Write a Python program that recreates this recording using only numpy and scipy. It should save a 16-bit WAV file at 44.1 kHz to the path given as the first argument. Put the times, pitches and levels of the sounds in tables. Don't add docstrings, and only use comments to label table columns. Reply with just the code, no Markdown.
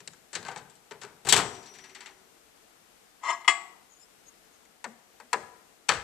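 import sys
import numpy as np
from scipy import signal
from scipy.fft import rfft, irfft, next_fast_len
from scipy.io import wavfile
from scipy.ndimage import uniform_filter1d

SR = 44100
rng = np.random.default_rng(int(sys.argv[2]) if len(sys.argv) > 2 else 0)


def generate_wav(signal):
    frames = np.transpose(np.atleast_2d(signal))
    scaled = np.clip(frames, -1, 1) * 32767
    pcm = np.round(scaled).astype(np.int16)
    wavfile.write(sys.argv[1], SR, pcm)


def natural_amplitude(level_db):
    exponent = np.asarray(level_db, float) / 20
    return 10 ** exponent


N = 266275
BANDS_HZ = 60 * 2.0 ** np.arange(9)


def on_log(table, hz):
    f, v = np.transpose(table)
    return np.interp(np.log(np.maximum(hz, 1)), np.log(f), v)


def curve(table):
    s, *columns = np.transpose(table)
    t = np.arange(N) / SR
    running = (t > s[0]) & (t < s[-1])
    gate = uniform_filter1d(1.0 * running, size=400)
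    return [np.interp(t, s, c) for c in columns] + [gate]


def shape(x, gain):
    size = next_fast_len(x.shape[-1])
    spectrum = rfft(x, size) * gain(np.fft.rfftfreq(size, 1 / SR))
    return irfft(spectrum, size)[..., :x.shape[-1]]


def unit(x):
    return x / np.sqrt(np.mean(x ** 2, axis=-1, keepdims=True))


def fade(t, t60):
    return np.exp(-np.log(1000) * t / np.maximum(t60, 1e-3))


def add(out, s, x):
    i = int(s * SR)
    out[i:i + len(x)] += x[:N - i]


def octave(f, hz):
    return np.exp(-2 * np.log2(np.maximum(f, 1) / hz) ** 2)


def bump(f, hz, width, db):
    return natural_amplitude(db / (1 + (2 * (f - hz) / width) ** 2))


def ring(force, modes, rise=0.00101):
    t = np.arange(2 * SR) / SR
    body = np.zeros(len(t))
    for k, (hz, db, t60) in enumerate(modes):
        body += (-1) ** k * natural_amplitude(db) * fade(t, t60) * np.sin(2 * np.pi * hz * t)
    return signal.fftconvolve(force, body * np.minimum(t / rise, 1))[:N]


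# frequency in Hz, level in dB per Hz.
AIR_COLOUR = [(15, -44.5), (25, -13.5), (136, -14.5), (164, -10.5), (373, -8), (404, -14), (438, -3),
              (527, -11.5), (744, -8.5), (919, -13), (1260, -12.5), (2950, -15.5), (14100, -22)]
# frequency in Hz, share of the hush common to both ports.
AIR_ALIKE = [(60, -0.17), (130, 0.25), (290, 0.39), (630, -0.2), (1390, -0.083), (3050, -0.12),
             (6700, -0.16), (14700, 0.00086)]
# frequency in Hz, left minus right in dB.
AIR_BALANCE = [(60, 9.5), (110, -3), (200, 8.5), (380, 5), (690, 7.5), (1280, 8.5), (2350, 6), (4330, 4.5),
               (7980, 12), (14700, -3.5)]


def air(level_db=-62):
    common, *own = rng.standard_normal((3, N))
    alike = lambda f: np.clip(on_log(AIR_ALIKE, f), 0, 1)
    ports = []
    for noise, side in zip(own, (1, -1)):
        mixed = shape(common, lambda f: np.sqrt(alike(f))) + shape(noise, lambda f: np.sqrt(1 - alike(f)))
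        colour = lambda f: natural_amplitude(on_log(AIR_COLOUR, f) + side * on_log(AIR_BALANCE, f) / 2)
        ports.append(shape(mixed, colour))
    out = np.array(ports)
    wander = unit(uniform_filter1d(rng.standard_normal(N), size=9000))
    return out * natural_amplitude(level_db + 0.5 * wander) / np.sqrt(np.mean(out.mean(axis=0) ** 2))


# frequency in Hz, time to lose 60 dB in seconds.
KITCHEN_T60 = [(60, 0.21), (300, 1), (1000, 0.75), (3000, 0.44), (8000, 0.53), (14000, 0.24)]


def kitchen(x, wet_db):
    t = np.arange(int(0.8 * SR)) / SR
    left, other = rng.standard_normal((2, len(t)))
    alike = lambda f: 1 / (1 + (f / 900) ** 2)
    right = shape(left, alike) + shape(other, lambda f: np.sqrt(1 - alike(f) ** 2))
    noise = np.array([left, right])
    echo = np.zeros(noise.shape)
    for hz in BANDS_HZ:
        echo += shape(noise, lambda f: octave(f, hz)) * fade(t, on_log(KITCHEN_T60, hz))
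    echo = echo * np.minimum(t / 0.027, 1)
    return natural_amplitude(wet_db) * signal.fftconvolve(x[None], echo, axes=1)[:, :N]


# start in seconds, level in dB.
HUM = (1.33, -48)
# frequency in Hz, level in dB, time to lose 60 dB in seconds.
CAVITY = [(383, 0, 3.8)]


def hum():
    end_s, stop_t60_s = 2.28, 0.5
    start_s, db = HUM
    force = np.zeros(N)
    add(force, start_s, natural_amplitude(np.array([db])))
    stop = fade(np.maximum(np.arange(N) / SR - end_s, 0), stop_t60_s)
    waver = unit(uniform_filter1d(rng.standard_normal(N), size=2000))
    return ring(force, CAVITY, rise=0.05) * stop * natural_amplitude(2.5 * waver)


# start in seconds, level in dB.
SPRING = [
    (1.39, -45),
    (1.5, -52),
    (1.65, -46.5),
    (1.78, -54),
    (1.98, -59),
]
# start in seconds, level in dB, frequency in Hz.
SPRING_LOW = (1.46, -50, 5225)


def spring():
    spring_hz, t60_s, rise_s = 5835, 0.8, 0.05
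    strength, low = np.zeros(N), np.zeros(N)
    t = np.arange(SR) / SR
    pluck = fade(t, t60_s) * np.minimum(t / rise_s, 1)
    for s, db in SPRING:
        add(strength, s, natural_amplitude(db) * pluck)
    s, db, hz = SPRING_LOW
    add(low, s, natural_amplitude(db) * pluck * np.sin(2 * np.pi * hz * t))
    return np.sqrt(2) * strength * np.sin(2 * np.pi * spring_hz * np.arange(N) / SR) + low


# start in seconds, level in dB.
THUMB = [
    (0.913, -27),
    (1.043, -28),
]
# frequency in Hz, level in dB, time to lose 60 dB in seconds.
THUMB_NOTE = [(414, 0, 0.056)]


def thumb():
    force = np.zeros(N)
    for s, db in THUMB:
        add(force, s, natural_amplitude(np.array([db])))
    return ring(force, THUMB_NOTE, rise=0.0067)


# start in seconds, level in dB, frequency in Hz.
TINKLE = [(3.9, -53.5, 6770), (3.926, -56.5, 6350), (3.949, -58, 6770), (3.994, -53.5, 7110),
          (4.015, -52.5, 5210), (4.028, -58.5, 7500), (4.267, -49, 6570), (4.532, -61, 6480)]


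def tinkle():
    length_s = 0.033
    out = np.zeros(N)
    t = np.arange(4096) / SR
    swell = np.sin(np.pi * np.minimum(t / length_s / 2, 1)) ** 2
    for s, db, hz in TINKLE:
        shiver = unit(shape(rng.standard_normal(len(t)), lambda f: 1 / (1 + ((f - hz) / 90) ** 2)))
        add(out, s - length_s / 2, natural_amplitude(db) * shiver * swell)
    return out


# time in seconds, level in dB.
DRAG = [(3.205, -66.5), (3.229, -50.5), (3.236, -37.5), (3.275, -32), (3.3, -25), (3.35, -42), (3.4, -57.5),
        (3.415, -43), (3.436, -73.5)]
# start in seconds, level in dB, contact in ms.
TAPS = [
    (3.4457, -32, 0.12),
    (3.478, -4, 0.01),
    (3.495, -27, 0.061),
]
PLATE_HZ = (689, 915, 1042, 1125, 1180, 1250, 1672, 1918, 1956, 2015, 2088, 2191, 2580, 2680, 2888, 2955,
            3240, 3320, 3620, 4090, 4680, 5310, 5480, 6090, 6320, 6940, 7310, 7693, 8190, 8533)
# level in dB when tapped, time to lose 60 dB in seconds, level in dB when dragged over.
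PLATE_RING = [(-17.5, 0.48, -14.5), (-6.5, 0.066, -7), (4, 0.05, 7.5), (-11.5, 0.46, -9),
              (-2.5, 0.15, -11.5), (-7, 0.18, -6.5), (-15.5, 0.32, -17.5), (-2, .11, -9),
              (-18.5, 0.63, -16), (-7.5, 0.22, -20.5), (1, 0.23, -4.5), (-34, .4, -22.5), (-11, 0.14, -25),
              (-21, 0.056, -11), (-8, 0.1, -38), (-3.5, 0.12, -13), (-23.5, 0.085, -26.5),
              (-3, 0.15, -29.5), (-25.5, 0.11, -20), (-28.5, 0.23, -25), (-20.5, 0.15, -35),
              (-13.5, 0.16, -11.5), (-9, 0.068, -28.5), (-45, 0.47, -22.5), (-21, .12, -18.5),
              (-10, 0.17, -18), (-27.5, 0.19, -16.5), (-22, 0.52, -33.5), (-20, 0.24, -26.5),
              (-23.5, 0.0923, -33.5)]
# frequency in Hz, level in dB.
GLASS_NOISE = [(150, -39.5), (380, -15.5), (520, -34), (800, -6.5), (1150, -2), (1470, -15.5), (2050, -4.5),
               (3300, -14.5), (3950, -19), (5300, -20.5), (5850, -24), (8000, -25.5), (8900, -35.5),
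               (9900, -22), (11000, -46.5)]


def plate():
    tap_db, t60, drag_db = np.transpose(PLATE_RING)
    db, gate = curve(DRAG)
    sparse = rng.random(N) < 0.1
    grains = unit(rng.standard_normal(N) * natural_amplitude(0.9 * rng.exponential(size=N)) * sparse)
    dull = signal.lfilter([0.3], [1, -0.7], grains)
    drag_treble_db = -16
    slip = gate * natural_amplitude(db - 14.0) * (dull + natural_amplitude(drag_treble_db + 12.5) * (grains - dull))
    force, clatter = np.zeros(N), natural_amplitude(29.5) * slip
    t = np.arange(6000) / SR
    for s, peak_db, contact_ms in TAPS:
        push = np.exp(-t / (max(contact_ms, 0.01) * 0.00099))
        add(force, s, natural_amplitude(peak_db - 3.5) * push / push.sum())
        noise = rng.standard_normal(len(t)) * fade(t, 0.17) * np.minimum(t / 0.00038, 1)
        add(clatter, s, natural_amplitude(peak_db + 7) * noise)
    tapped = ring(force, zip(PLATE_HZ, tap_db, 0.8 * t60), rise=0.0016)
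    dragged = ring(slip, zip(PLATE_HZ, drag_db, 0.34 * t60))
    clear = shape(tapped + dragged, lambda f: 1 / (1 + (560 / np.maximum(f, 1)) ** 6))
    clear = clear + natural_amplitude(-29) * ring(force, [(374, -9, 0.38)], rise=0.02)
    return np.array([shape(clatter, lambda f: natural_amplitude(on_log(GLASS_NOISE, f))), clear])


def blows(events, colour, modes, ring_db, longer, lateness, note_db, crack_db, thud_db, deeper_db,
          chatter_db=0.5):
    out, force = np.zeros(N), np.zeros(N)
    t = np.arange(12288) / SR
    f = np.fft.rfftfreq(len(t), 1 / SR)
    body = natural_amplitude(on_log(colour, f))
    shares = body * octave(f, BANDS_HZ[:, None]) / np.sqrt(np.mean(body[f > 2500] ** 2))
    below = 5000 / BANDS_HZ[:, None]
    onset = np.minimum(t / (lateness * below), 1)
    crack = natural_amplitude(crack_db) * fade(t, 0.0023 * below)
    for s, tick_db, knock_db, t60, hz in events:
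        low_db = thud_db + deeper_db * np.log2(1000 / hz)
        noise = rng.standard_normal((2, len(t)))
        chatter = natural_amplitude(chatter_db * unit(uniform_filter1d(noise[1], size=60)))
        bands = irfft(rfft(noise[0]) * bump(f, hz, 0.089 * hz, note_db) * shares)
        gain = natural_amplitude(on_log([(240, low_db), (1000, knock_db), (3800, 0)], BANDS_HZ))[:, None]
        tail = fade(t, t60 * below ** longer) + crack
        add(out, s, natural_amplitude(tick_db) * chatter * (gain * bands * tail * onset).sum(axis=0))
        push = 4 * (t == 0) + 0.4 * noise[1] * fade(t, 0.01)
        add(force, s, natural_amplitude(tick_db + knock_db) * push)
    return np.array([out, natural_amplitude(ring_db) * ring(force, modes)])


# start in seconds, tick in dB, extra knock in dB, boom in dB.
KNOCKS = [
    (4.6512, -50, -8, -65),
    (4.842, -30, 4, -41),
    (5.1999, -43.5, 7, -57),
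    (5.3296, -18, 6.5, -43),
]


def boom():
    boom_hz, rise_s, t60_s = 231.2, 0.047, 0.25
    out, t = np.zeros(N), np.arange(SR // 2) / SR
    swell = fade(t, t60_s) * np.minimum(t / rise_s, 1) ** 2
    for s, _, _, db in KNOCKS:
        hz = boom_hz * (1 + 0.061 * unit(uniform_filter1d(rng.standard_normal(len(t)), size=900)))
        add(out, s, natural_amplitude(db + 12) * np.sin(2 * np.pi * np.cumsum(hz) / SR) * swell)
    return out


# frequency in Hz, level in dB per Hz.
DOOR_COLOUR = [(50, -46), (130, -29), (230, -29.5), (500, -14.5), (1000, -11), (1900, -7.5), (3000, -18),
               (4500, -16.5), (7500, -15.5), (10500, -27.5), (14100, -34.5)]
# frequency in Hz, level in dB, time to lose 60 dB in seconds.
DOOR = [(477, -13, 0.2), (860, -4, 0.05), (990, 6, .045), (1426, -5, .03), (1944, -6, .025),
        (2615, -9, 0.022), (4486, -6.5, 0.025)]


def knocks():
    fade_s, note_hz = 0.043, 990
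    events = [(s, tick_db, knock_db, fade_s, note_hz) for s, tick_db, knock_db, _ in KNOCKS]
    return blows(events, DOOR_COLOUR, DOOR, ring_db=-16, longer=0.59, lateness=0.00159,
                 note_db=2, crack_db=-26.0, thud_db=6.5, deeper_db=0)


# start in seconds, tick in dB, extra knock in dB, fade in seconds, note in Hz.
SHUT = [
    (5.8855, -18.5, -18, 0.041, 3537),
    (5.8892, -13.5, 0, 0.074, 960),
]
# extra knock in dB, fade in seconds, note in Hz.
RATTLE = (0.86, 0.11, 1600)
# frequency in Hz, level in dB per Hz.
SHUT_COLOUR = [(24, -50), (40, -22), (69, -13.5), (183, -15), (278, -22.5), (595, -10.5), (640, -12),
               (1590, -5.5), (2240, -9), (8020, -20), (14100, -45)]


def shut(count=5):
    first_s, first_db, gap_s, loss_db = 5.9135, -27.5, 0.0235, 5.5
    bounces = [(first_s + k * gap_s, first_db - k * loss_db, *RATTLE) for k in range(count)]
    return blows(SHUT + bounces, SHUT_COLOUR, DOOR, ring_db=-16.5, longer=0.45, lateness=0.0017,
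                 note_db=2, crack_db=-16.0, thud_db=-2, deeper_db=4, chatter_db=2.5)


# frequency in Hz, level in dB, time to lose 60 dB in seconds.
CASE = [(813, -16, .5), (953, -13, .35), (1044, -15, .3), (1685, -12, .18)]
# start in seconds, level in dB.
HINGE = [(1.461, -45), (1.5495, -45.5), (1.6272, -48), (1.6578, -44.5), (1.7376, -48), (1.7508, -47),
         (1.7849, -44.5), (1.8388, -44), (1.8941, -48), (1.9487, -39.5), (2.0058, -40.5), (2.059, -39.5),
         (2.405, -72)]
# extra knock in dB, fade in seconds, note in Hz.
HINGE_LOOSE = (-6.5, 0.18, 530)
HINGE_TIGHT = (0.5, 0.13, 1990)
# frequency in Hz, level in dB per Hz.
HINGE_COLOUR = [(29, -50.5), (50, -29), (346, -12), (381, -9), (518, -19.5), (773, -6.5), (1180, -8),
                (1940, -3.5), (3110, -4.5), (7810, -8), (14100, -46)]


def hinge():
    loaded_s, free_s = 1.745, 2.1
    events = [(s, db, *(HINGE_TIGHT if loaded_s < s < free_s else HINGE_LOOSE)) for s, db in HINGE]
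    return blows(events, HINGE_COLOUR, CASE, ring_db=-45.5, longer=0.69, lateness=0.00075,
                 note_db=6.5, crack_db=-10, thud_db=2.5, deeper_db=6)


# frequency in Hz, level in dB, time to lose 60 dB in seconds.
CASE_LOW = [(416, -12, .55)]
# start in seconds, tick in dB, extra knock in dB, fade in seconds, note in Hz.
GRIP = [(0.0034, -42, -8, 0.047, 400), (0.0754, -28, -18, 0.029, 8200), (0.1337, -47, -6, 0.049, 1520),
        (0.3303, -35.5, -6.5, 0.21, 1700), (0.352, -24, -10, 0.075, 3880), (0.4269, -41.5, 1, 0.05, 4180),
        (0.45, -37, -1, 0.041, 1530), (0.4624, -43.5, 7.5, 0.24, 1550), (0.4835, -34.5, 8.5, 0.06, 770),
        (0.5132, -41.5, -1, 0.1, 1520), (0.5606, -33.5, 2.7, 0.036, 855), (0.5733, -38.5, -5, 0.11, 1040),
        (0.698, -50.5, -21.5, 0.1, 7640), (0.7535, -55, -16.5, 0.1, 7800), (0.9099, -40.5, 4.5, 0.09, 407),
        (0.9199, -37, -0.5, 0.018, 390), (1.0144, -40, -2.5, 0.18, 1520), (1.0338, -36, -1, 0.047, 1240),
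        (1.0494, -38, -7, 0.015, 404)]
# frequency in Hz, level in dB per Hz.
GRIP_COLOUR = [(29, -47.5), (50, -36), (148, -8.5), (315, -18.5), (418, -5.5), (640, -10), (912, -2.5),
               (1100, -7), (1570, -4), (3190, -10), (7630, -11), (14100, -39)]


def grip():
    return blows(GRIP, GRIP_COLOUR, CASE_LOW + CASE, ring_db=-35.5, longer=0.58, lateness=0.00055,
                 note_db=7.5, crack_db=-0.5, thud_db=0.5, deeper_db=2)


# start in seconds, tick in dB, extra knock in dB, fade in
# seconds, note in Hz.
LATCH = [(1.2492, -39, 2.5, 0.22, 433), (1.269, -29, 6.5, 0.14, 830), (1.2878, -18, -8.5, 0.095, 7400),
         (1.2935, -16.5, -24, 0.13, 3930), (1.3242, -8, -5.5, 0.13, 3270), (1.3374, -21.5, 17, 0.013, 770),
         (1.3639, -18.5, 7, 0.099, 1680), (1.3748, -20, 2, 0.1, 1200), (1.3905, -26.5, 7.5, 0.16, 1840),
         (1.4109, -34.5, 3, 0.098, 770),
         (1.3245, -9, -6.5, 0.023, 2690),
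]
# frequency in Hz, level in dB per Hz.
LATCH_COLOUR = [(24, -51), (40, -30.5), (124, -8.5), (217, -15.5), (432, -4), (553, -11.5), (760, -3),
                (2860, -4.5), (3310, -3), (4450, -6), (8020, -5), (10800, -17), (14100, -18)]


def latch():
    return blows(LATCH, LATCH_COLOUR, CASE_LOW + CASE, ring_db=-26.5, longer=0.47, lateness=0.0005,
                 note_db=8, crack_db=0.0, thud_db=6.5, deeper_db=7.5, chatter_db=-2.0)


# frequency in Hz, width in Hz, level in dB.
LEFT_PORT = (7890, 1300, 7)
# frequency in Hz, level in dB against the left.
RIGHT_PORT = [(60, -8), (400, -7), (1200, -8.5), (4000, -8), (5500, -9), (8000, -17), (11000, -24),
              (14000, -22)]


def scene():
    bursts, rings = grip() + latch() + hinge() + knocks() + shut()
    clatter, clear = plate()
    to_room = bursts + natural_amplitude(-21.5) * rings + natural_amplitude(2.5) * clatter + natural_amplitude(-8.0) * clear
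    echo = kitchen(to_room, wet_db=-45.5)
    direct = bursts + rings + clatter + clear + spring() + tinkle() + boom() + hum() + thumb()
    paths = rng.standard_normal(200) * fade(np.arange(200) / SR, 0.01)
    scattered = signal.fftconvolve(direct, paths / np.sqrt(np.sum(paths ** 2)))[:N]
    straight = lambda f: 1 / (1 + (f / 5000) ** 4)
    shaded = shape(direct, straight) + shape(scattered, lambda f: np.sqrt(1 - straight(f) ** 2))
    left = shape(direct + echo[0], lambda f: bump(f, *LEFT_PORT))
    right = shape(shaded + echo[1], lambda f: natural_amplitude(on_log(RIGHT_PORT, f)))
    return natural_amplitude(-4.0) * np.array([left, right]) + air()


def low_pass(x):
    return signal.sosfilt(signal.butter(12, 15310, fs=SR, output="sos"), x)


def record(dry):
    ceiling, top_hz = 0.9, 14200
    clipped = np.clip(dry, -ceiling, ceiling)
    mix = shape(clipped, lambda f: np.where(f < top_hz, 1, natural_amplitude(-29.5)))
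    return low_pass(mix)


dry = scene()
out = record(dry)
generate_wav(out)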